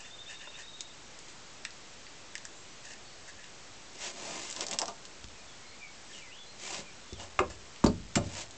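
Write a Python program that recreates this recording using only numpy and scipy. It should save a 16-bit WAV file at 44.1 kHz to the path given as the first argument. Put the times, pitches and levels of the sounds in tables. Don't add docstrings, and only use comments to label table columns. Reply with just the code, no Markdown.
import sys
import numpy as np
from scipy import signal
from scipy.fft import rfft, irfft, next_fast_len
from scipy.io import wavfile
from scipy.ndimage import uniform_filter1d

SR = 44100
rng = np.random.default_rng(int(sys.argv[2]) if len(sys.argv) > 2 else 0)


def generate_wav(sig):
    pcm = np.round(np.clip(np.atleast_2d(sig).T, -1, 1) * 32767).astype(np.int16)
    wavfile.write(sys.argv[1], SR, pcm)


N = 377937

# frequency in Hz, relative density in dB.
AIR_SPECTRUM = [(20, 13), (60, 4.5), (150, 2.5), (500, 1.5), (1500, -2.5), (3000, -4), (6000, -6),
                (8000, -6)]
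HISS_SPECTRUM = [(900, -17), (2000, -15), (3500, -4), (5000, -0.5), (7300, 1), (8000, 0), (10000, -10)]
# centre in Hz, width in Hz, relative gain in dB.
HOLLOW_PEAKS = [(640, 520, 0), (1050, 750, -2)]
PIECE_PEAKS = [(1800, 420, 0), (2660, 520, -3), (3700, 300, -9), (4700, 500, -2)]
RASP_PEAKS = [(2200, 2600, 0)]
THRUM_PEAKS = [(150, 170, -2), (360, 330, 0)]
# start, rise and fall in seconds, then hiss, low ring and high ring in dB.
FINGER_PICKS = [(0, 0.007, 0.037, -50, -61.5, -53.5), (.03, 0.029, 0.058, -55, -56, -59),
                (.26, 0.056, 0.052, -48.5, -50.5, -50.5), (.39, 0.025, .09, -54.5, -53.5, -52),
                (.51, 0.044, 0.042, -60.5, -63.5, -52.5), (.56, 0.042, 0.042, -49.5, -52.5, -53),
                (2.825, 0.032, .04, -50, -54, -57.5), (2.86, 0.064, 0.037, -50, -54.5, -56.5),
                (3.26, 0.03, 0.024, -48.5, -51.5, -62), (3.37, 0.019, 0.048, -61, -58, -64),
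                (3.425, 0.026, 0.021, -55, -55.5, -59.5), (7.495, 0.019, 0.052, -54.5, -59.5, -58)]
# start, rise and fall in seconds, then hiss, hollow and thrum in dB.
HAND_RUBS = [(1.25, 0.048, .03, -51, -71, -62.5), (3.91, 0.054, 0.036, -52, -63, -57.5),
             (3.975, 0.081, 0.065, -38, -49.5, -60), (4.05, 0.28, 0.12, -41.5, -48.5, -50.5),
             (4.36, .11, .12, -43.5, -55.5, -61), (4.54, 0.091, 0.032, -41, -45, -52),
             (4.66, 0.076, .045, -43, -44.5, -47.5), (4.78, .048, 0.034, -50, -37.5, -57),
             (4.86, 0.024, 0.066, -50.5, -43.5, -58), (6.03, 0.13, 0.091, -50, -68, -62),
             (6.57, 0.061, 0.074, -44.5, -59, -61.5), (6.63, 0.12, .09, -39.5, -48, -53.5),
             (7.16, 0.053, .08, -49, -51.5, -56.5), (8.2, 0.054, 0.069, -49.5, -57.5, -47),
             (8.29, .1, 0.081, -41, -50.5, -55.5)]
# frequency in Hz, T60 in seconds.
PORCH_DECAY = [(70, 0.67), (250, 0.26), (700, 0.18), (2000, 0.16), (7000, .12)]
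# start in seconds, level in dB, length in seconds.
TRILL_NOTES = [(0.034, -57, 0.057), (0.101, -53.5, 0.073), (.178, -53, 0.061), (0.256, -52.5, 0.058),
               (0.332, -53.5, 0.051), (0.393, -54.5, 0.034), (0.463, -55, 0.049), (0.537, -53.5, 0.037),
               (0.62, -55.5, .04), (.66, -55, .06), (0.726, -54, 0.05), (0.789, -54, .035),
               (0.841, -60.5, .035), (0.896, -61, .03)]
# start in seconds, board peak in dB, blow centre in Hz,
# chatter T60 in seconds, boom peak in dB, crack level in dB.
BOARD_KNOCKS = [(.474, -37.5, 1007, 0.018, -70, -76), (4.821, -30, 894, 0.058, -61, -57),
                (4.883, -31.5, 760, 0.042, -59, -50), (5.241, -44, 251, 0.03, -40, -47.5),
                (6.791, -39, 294, 0.05, -54, -44), (7.125, -36, 308, 0.057, -36, -72),
                (7.3909, -12, 1500, 0.019, -31.5, -31), (7.3915, -13.5, 2660, 0.0055, -48.5, -33),
                (7.401, -19, 560, .13, -36, -50), (7.501, -40.5, 777, 0.076, -44.5, -40),
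                (7.84, -13.5, 944, 0.051, -25, -30.5), (7.843, -9, 225, 0.027, -26.5, -27.5),
                (7.862, -15, 487, 0.095, -28, -27), (7.897, -25.5, 250, 0.038, -57, -47),
                (8.1557, -20.5, 2700, 0.044, -30.5, -18.5), (8.164, -17, 207, 0.037, -25.5, -60),
                (8.172, -19.5, 540, 0.08, -24.5, -31), (8.21, -31, 418, 0.12, -33, -56)]
# frequency in Hz, relative level in dB, T60 in seconds.
BOARD_MODES = [(150, -7, .04), (200, 0, .04), (245, 0, .045), (310, -2, .045), (410, 0, .05),
               (575, 1, .055), (750, -3, .035), (930, 0, .035), (1170, 1, .025), (1320, 4, .025),
               (1500, -1, .022), (2000, -5, .02), (2600, 2, .02)]
JOIST_MODES = [(50, -1, .3), (69, 1, .4), (88, -3, .25), (108, -2, .4)]
LOW_STEEL_MODES = [(4020, -17, .04), (4580, 3.5, 0.034)]
HIGH_STEEL_MODES = [(5280, 7, 0.014), (7550, 1, 0.021), (7290, 5, 0.06)]
# start in seconds, snap peak in dB, centre in Hz, ring peak in dB.
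SPLINTER_SNAPS = [(.622, -36, 7180, -74), (.8075, -17.5, 7370, -53), (1.19, -29.5, 7550, -70),
                  (1.6509, -17.5, 5200, -22), (1.7067, -34.5, 4360, -54), (2.0667, -39, 4570, -32.5),
                  (2.354, -21, 6160, -24), (2.3802, -26.5, 4300, -42), (2.453, -23.5, 7500, -33.5),
                  (2.8537, -33, 7540, -57), (3.4429, -34, 3580, -51), (4.423, -24, 7140, -48),
                  (4.5013, -22.5, 7160, -45), (4.512, -18, 7390, -57.5), (4.527, -20.5, 7700, -60.5),
                  (4.564, -19, 5530, -32.5), (4.6088, -13.5, 5540, -37), (4.6294, -24.5, 3640, -51),
                  (4.667, -18.5, 6400, -53), (4.6848, -20.5, 7500, -43), (4.712, -15.5, 7660, -52),
                  (4.7294, -19.5, 3100, -42), (4.7344, -16, 5060, -40), (4.788, -8.5, 6400, -55),
                  (4.817, -11.5, 6150, -20.5), (4.8572, -20.5, 7000, -54), (4.8814, -23, 5330, -53),
                  (5.0534, -25.5, 6200, -50), (5.243, -27, 3550, -51), (5.2853, -38, 3250, -55),
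                  (7.1314, -29.5, 4670, -58), (7.199, -30, 2820, -39), (7.7616, -33, 3900, -61),
                  (8.5091, -32, 6800, -69)]
# start and length in seconds, first, middle and last pitch in Hz, level in dB.
SONG_NOTES = [(2.529, 0.12, 6860, 7485, 7310, -66.5), (2.681, 0.065, 6090, 6010, 6020, -66),
              (3.04, 0.093, 4475, 4476, 4390, -66), (5.3, 0.13, 2950, 2490, 2450, -67),
              (5.468, 0.074, 3730, 3360, 3440, -65), (5.62, 0.052, 2090, 2180, 2130, -64.5),
              (5.651, 0.059, 3990, 4200, 4280, -68), (5.702, 0.041, 2036, 2247, 2360, -65),
              (5.792, 0.11, 2542, 2270, 2303, -57), (6.089, 0.045, 1780, 1794, 1770, -61.5),
              (6.124, 0.048, 3363, 2990, 2760, -55), (6.171, 0.12, 3210, 2300, 1983, -59),
              (6.298, 0.063, 2387, 2850, 3306, -58.5), (6.352, .085, 3305, 3423, 3440, -58.5),
              (6.436, 0.088, 3900, 4170, 4250, -68), (6.627, 0.055, 2430, 2306, 2410, -57),
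              (6.72, 0.063, 2286, 2540, 2440, -61), (6.83, 0.072, 2450, 2400, 2174, -60.5),
              (7.09, .06, 3414, 3495, 3570, -59), (7.144, 0.089, 3500, 2993, 2810, -61.5)]
# start in seconds, low and high steel peaks in dB, rattle T60 in seconds.
STEEL_RATTLES = [(7.3924, -72, -40, 0.032), (7.499, -60, -44, .2), (7.862, -25, -33, .06),
                 (8.1546, -48, -21, 0.029)]

AIR_DB, PORCH_DB = -53.5, -8.5
STROKE_FADE_DB, PICK_HOLLOW_DB, RUB_RASP_DB = -20, -11.5, -7.5
TRILL_HZ, TRILL_RISE_HZ_PER_S, SLIDE_SHARE, SLIDE_S = 3624, 250, .1, .011
YARD_T60_S, TRILL_ECHO_DB, SONG_ECHO_DB = .2, -3.5, 3
SNAP_TAIL_T60_S, SNAP_TAIL_DB, SNAP_WIDTH_SHARE = .044, -17, .69
MIC_LOW_HZ, CAMERA_RATE_HZ, BAND_LIMIT_HZ = 45.3, 16000, 9050
STEP, OFFSET_STEPS = np.sqrt(.5) / 128, -.42


def amp(db):
    return 10 ** (np.asarray(db) / 20)


def unit_rms(x):
    return x / np.sqrt(np.mean(x ** 2) + 1e-20)


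def peaked(db, x):
    return amp(db) * x / abs(x).max()


def lookup(table, hz):
    table_hz, values = np.transpose(table)
    return np.interp(np.log(hz + 1), np.log(table_hz + 1), values)


def add(mix, start_s, sound):
    part = mix[round(start_s * SR):][:len(sound)]
    part += sound[:len(part)]


def wander(n, window_samples):
    return unit_rms(uniform_filter1d(rng.standard_normal(n), window_samples))


def coloured(x, spectrum):
    size = next_fast_len(len(x))
    gain = amp(lookup(spectrum, np.fft.rfftfreq(size, 1 / SR)))
    return unit_rms(irfft(rfft(x, size) * gain, size)[:len(x)])


def resonate(x, hz, width_hz):
    return signal.lfilter(*signal.iirpeak(hz, hz / width_hz, SR), x)


def body(x, peaks):
    return sum((-1) ** k * amp(db) * resonate(x, hz, width) for k, (hz, width, db) in enumerate(peaks))


def ring(modes, scatter):
    t = np.arange(SR // 2) / SR
    detunes = 1 + scatter * rng.standard_normal((len(modes), 3, 1))
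    return sum(amp(db - 60 * t / t60_s) * np.sin(2 * np.pi * hz * detune * t).sum(0)
               for (hz, db, t60_s), detune in zip(modes, detunes))


def burst(t, grit, t60_s):
    return (t == 0) + grit * amp(-60 * t / t60_s) * rng.standard_normal(len(t))


def air():
    swell_db = .8 * unit_rms(uniform_filter1d(wander(N, 6000), 6000))
    return amp(AIR_DB + swell_db) * coloured(rng.standard_normal(N), AIR_SPECTRUM)


def strokes():
    slips = rng.standard_normal(N) * amp(2.5 * np.minimum(rng.exponential(1, N), 5))
    slips *= amp(1.9 * wander(N, 250))
    hiss = coloured(slips, HISS_SPECTRUM)
    hollow, low_ring, high_ring, rasp, thrum = (
        unit_rms(body(body(slips, peaks), peaks))
        for peaks in (HOLLOW_PEAKS, PIECE_PEAKS[:1], PIECE_PEAKS[1:2], RASP_PEAKS, THRUM_PEAKS))
    pick_layers = hiss + amp(PICK_HOLLOW_DB) * hollow, low_ring, high_ring
    rub_layers = hiss + amp(RUB_RASP_DB) * rasp, hollow, thrum
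    out = np.zeros(N)
    for rows, layers in ((FINGER_PICKS, pick_layers), (HAND_RUBS, rub_layers)):
        for start_s, rise_s, fall_s, *levels_db in rows:
            slack = np.r_[np.linspace(1, 0, int(rise_s * SR)), np.linspace(0, 1, int(fall_s * SR))]
            pressure = amp(STROKE_FADE_DB * slack ** 2) * signal.windows.tukey(len(slack), .1)
            span = slice(round(start_s * SR), round(start_s * SR) + len(slack))
            friction = sum(amp(db) * layer[span] for db, layer in zip(levels_db, layers))
            add(out, start_s, pressure * friction)
    return out


def porch_echo(x):
    taps = np.zeros(SR // 2)
    slots = np.arange(100, SR // 2 - 20, 20)
    taps[slots + rng.integers(0, 20, len(slots))] = rng.choice([-1., 1.], len(slots))
    hz, t, bands = signal.stft(taps, SR, nperseg=256)
    decay = amp(-60 * t / lookup(PORCH_DECAY, hz)[:, None])
    tail = signal.istft(bands * decay, SR, nperseg=256)[1]
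    return signal.fftconvolve(x, tail / np.linalg.norm(tail))[:N]


def whistle(hz, db):
    tremble_db = 3 * wander(SR // 4, 200)[:len(hz)]
    detune = 1 + .008 * wander(SR // 4, 200)[:len(hz)]
    cycles = np.cumsum(hz * detune) / SR
    envelope = amp(db + tremble_db) * signal.windows.tukey(len(hz), .4)
    return envelope * np.sqrt(2) * np.sin(2 * np.pi * cycles)


def bird_trill():
    out = np.zeros(N)
    for start_s, db, length_s in TRILL_NOTES:
        t = np.arange(0, length_s, 1 / SR)
        target_hz = TRILL_HZ + TRILL_RISE_HZ_PER_S * start_s
        slide = 1 - SLIDE_SHARE * np.exp(-t / SLIDE_S)
        add(out, start_s, whistle(target_hz * slide, db))
    return out


def yard_echo(x):
    t = np.arange(8000) / SR
    tail = amp(-60 * t / YARD_T60_S) * rng.standard_normal(len(t))
    return signal.fftconvolve(x, tail / np.linalg.norm(tail))[:N]


def knocks():
    out, t = np.zeros(N), np.arange(6000) / SR
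    for start_s, board_db, hz, chatter_t60_s, boom_db, crack_db in BOARD_KNOCKS:
        chatter = burst(t, .12, chatter_t60_s)
        blow = resonate(resonate(chatter, hz, 1.1 * hz), hz, 1.1 * hz)
        boards = signal.fftconvolve(blow, ring(BOARD_MODES, scatter=.07))
        add(out, start_s, peaked(board_db, boards))
        add(out, start_s, peaked(boom_db, ring(JOIST_MODES, scatter=.09)))
        crack = signal.lfilter(*signal.butter(2, 1800, "high", fs=SR), rng.standard_normal(len(t)))
        add(out, start_s, amp(crack_db - 60 * t / .05) * crack)
    return out


def snaps():
    out, t = np.zeros(N), np.arange(3000) / SR
    for start_s, snap_db, hz, ring_db in SPLINTER_SNAPS:
        snap = burst(t, grit=.61, t60_s=.0038) + burst(t, amp(SNAP_TAIL_DB), SNAP_TAIL_T60_S)
        add(out, start_s, peaked(snap_db, resonate(snap, hz, SNAP_WIDTH_SHARE * hz)))
        add(out, start_s, peaked(ring_db, body(snap, PIECE_PEAKS)))
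    return out


def bird_song():
    out = np.zeros(N)
    for start_s, length_s, first_hz, middle_hz, last_hz, db in SONG_NOTES:
        position = np.linspace(-1, 1, int(length_s * SR))
        glide_hz = position * (last_hz - first_hz) / 2
        bend_hz = position ** 2 * ((first_hz + last_hz) / 2 - middle_hz)
        add(out, start_s, whistle(middle_hz + glide_hz + bend_hz, db))
    return out


def rattles():
    out, t = np.zeros(N), np.arange(6000) / SR
    for start_s, low_db, high_db, t60_s in STEEL_RATTLES:
        for db, modes in ((low_db, LOW_STEEL_MODES), (high_db, HIGH_STEEL_MODES)):
            steel = signal.fftconvolve(burst(t, .3, t60_s), ring(modes, scatter=.02))
            add(out, start_s, peaked(db, steel))
    return out


def scene():
    near = strokes() + snaps() + knocks() + rattles()
    porch = near + amp(PORCH_DB) * porch_echo(near)
    trill, song = bird_trill(), bird_song()
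    yard = trill + song + yard_echo(amp(TRILL_ECHO_DB) * trill + amp(SONG_ECHO_DB) * song)
    return (porch + yard + air())[None]


def record(dry):
    mic = signal.lfilter(*signal.butter(2, MIC_LOW_HZ, "high", fs=SR), dry)
    anti_alias = signal.firwin(160 * 60 + 1, 8600, window=("kaiser", 6), fs=160 * SR)
    sampled = signal.resample_poly(mic, 160, 441, axis=1, window=anti_alias)
    stepped = STEP * np.round(sampled / STEP + OFFSET_STEPS)
    playback = signal.firwin(160 * 88 + 1, CAMERA_RATE_HZ / 2, window=("kaiser", 9), fs=160 * SR)
    played = signal.resample_poly(stepped, 441, 160, axis=1, window=playback)[:, :N]
    played = np.pad(played, ((0, 0), (0, N - played.shape[1])), "edge")
    band_limit = signal.firwin(511, BAND_LIMIT_HZ, window=("kaiser", 9), fs=SR)
    return signal.oaconvolve(played, band_limit[None], "same")


dry = scene()
out = record(dry)
generate_wav(out)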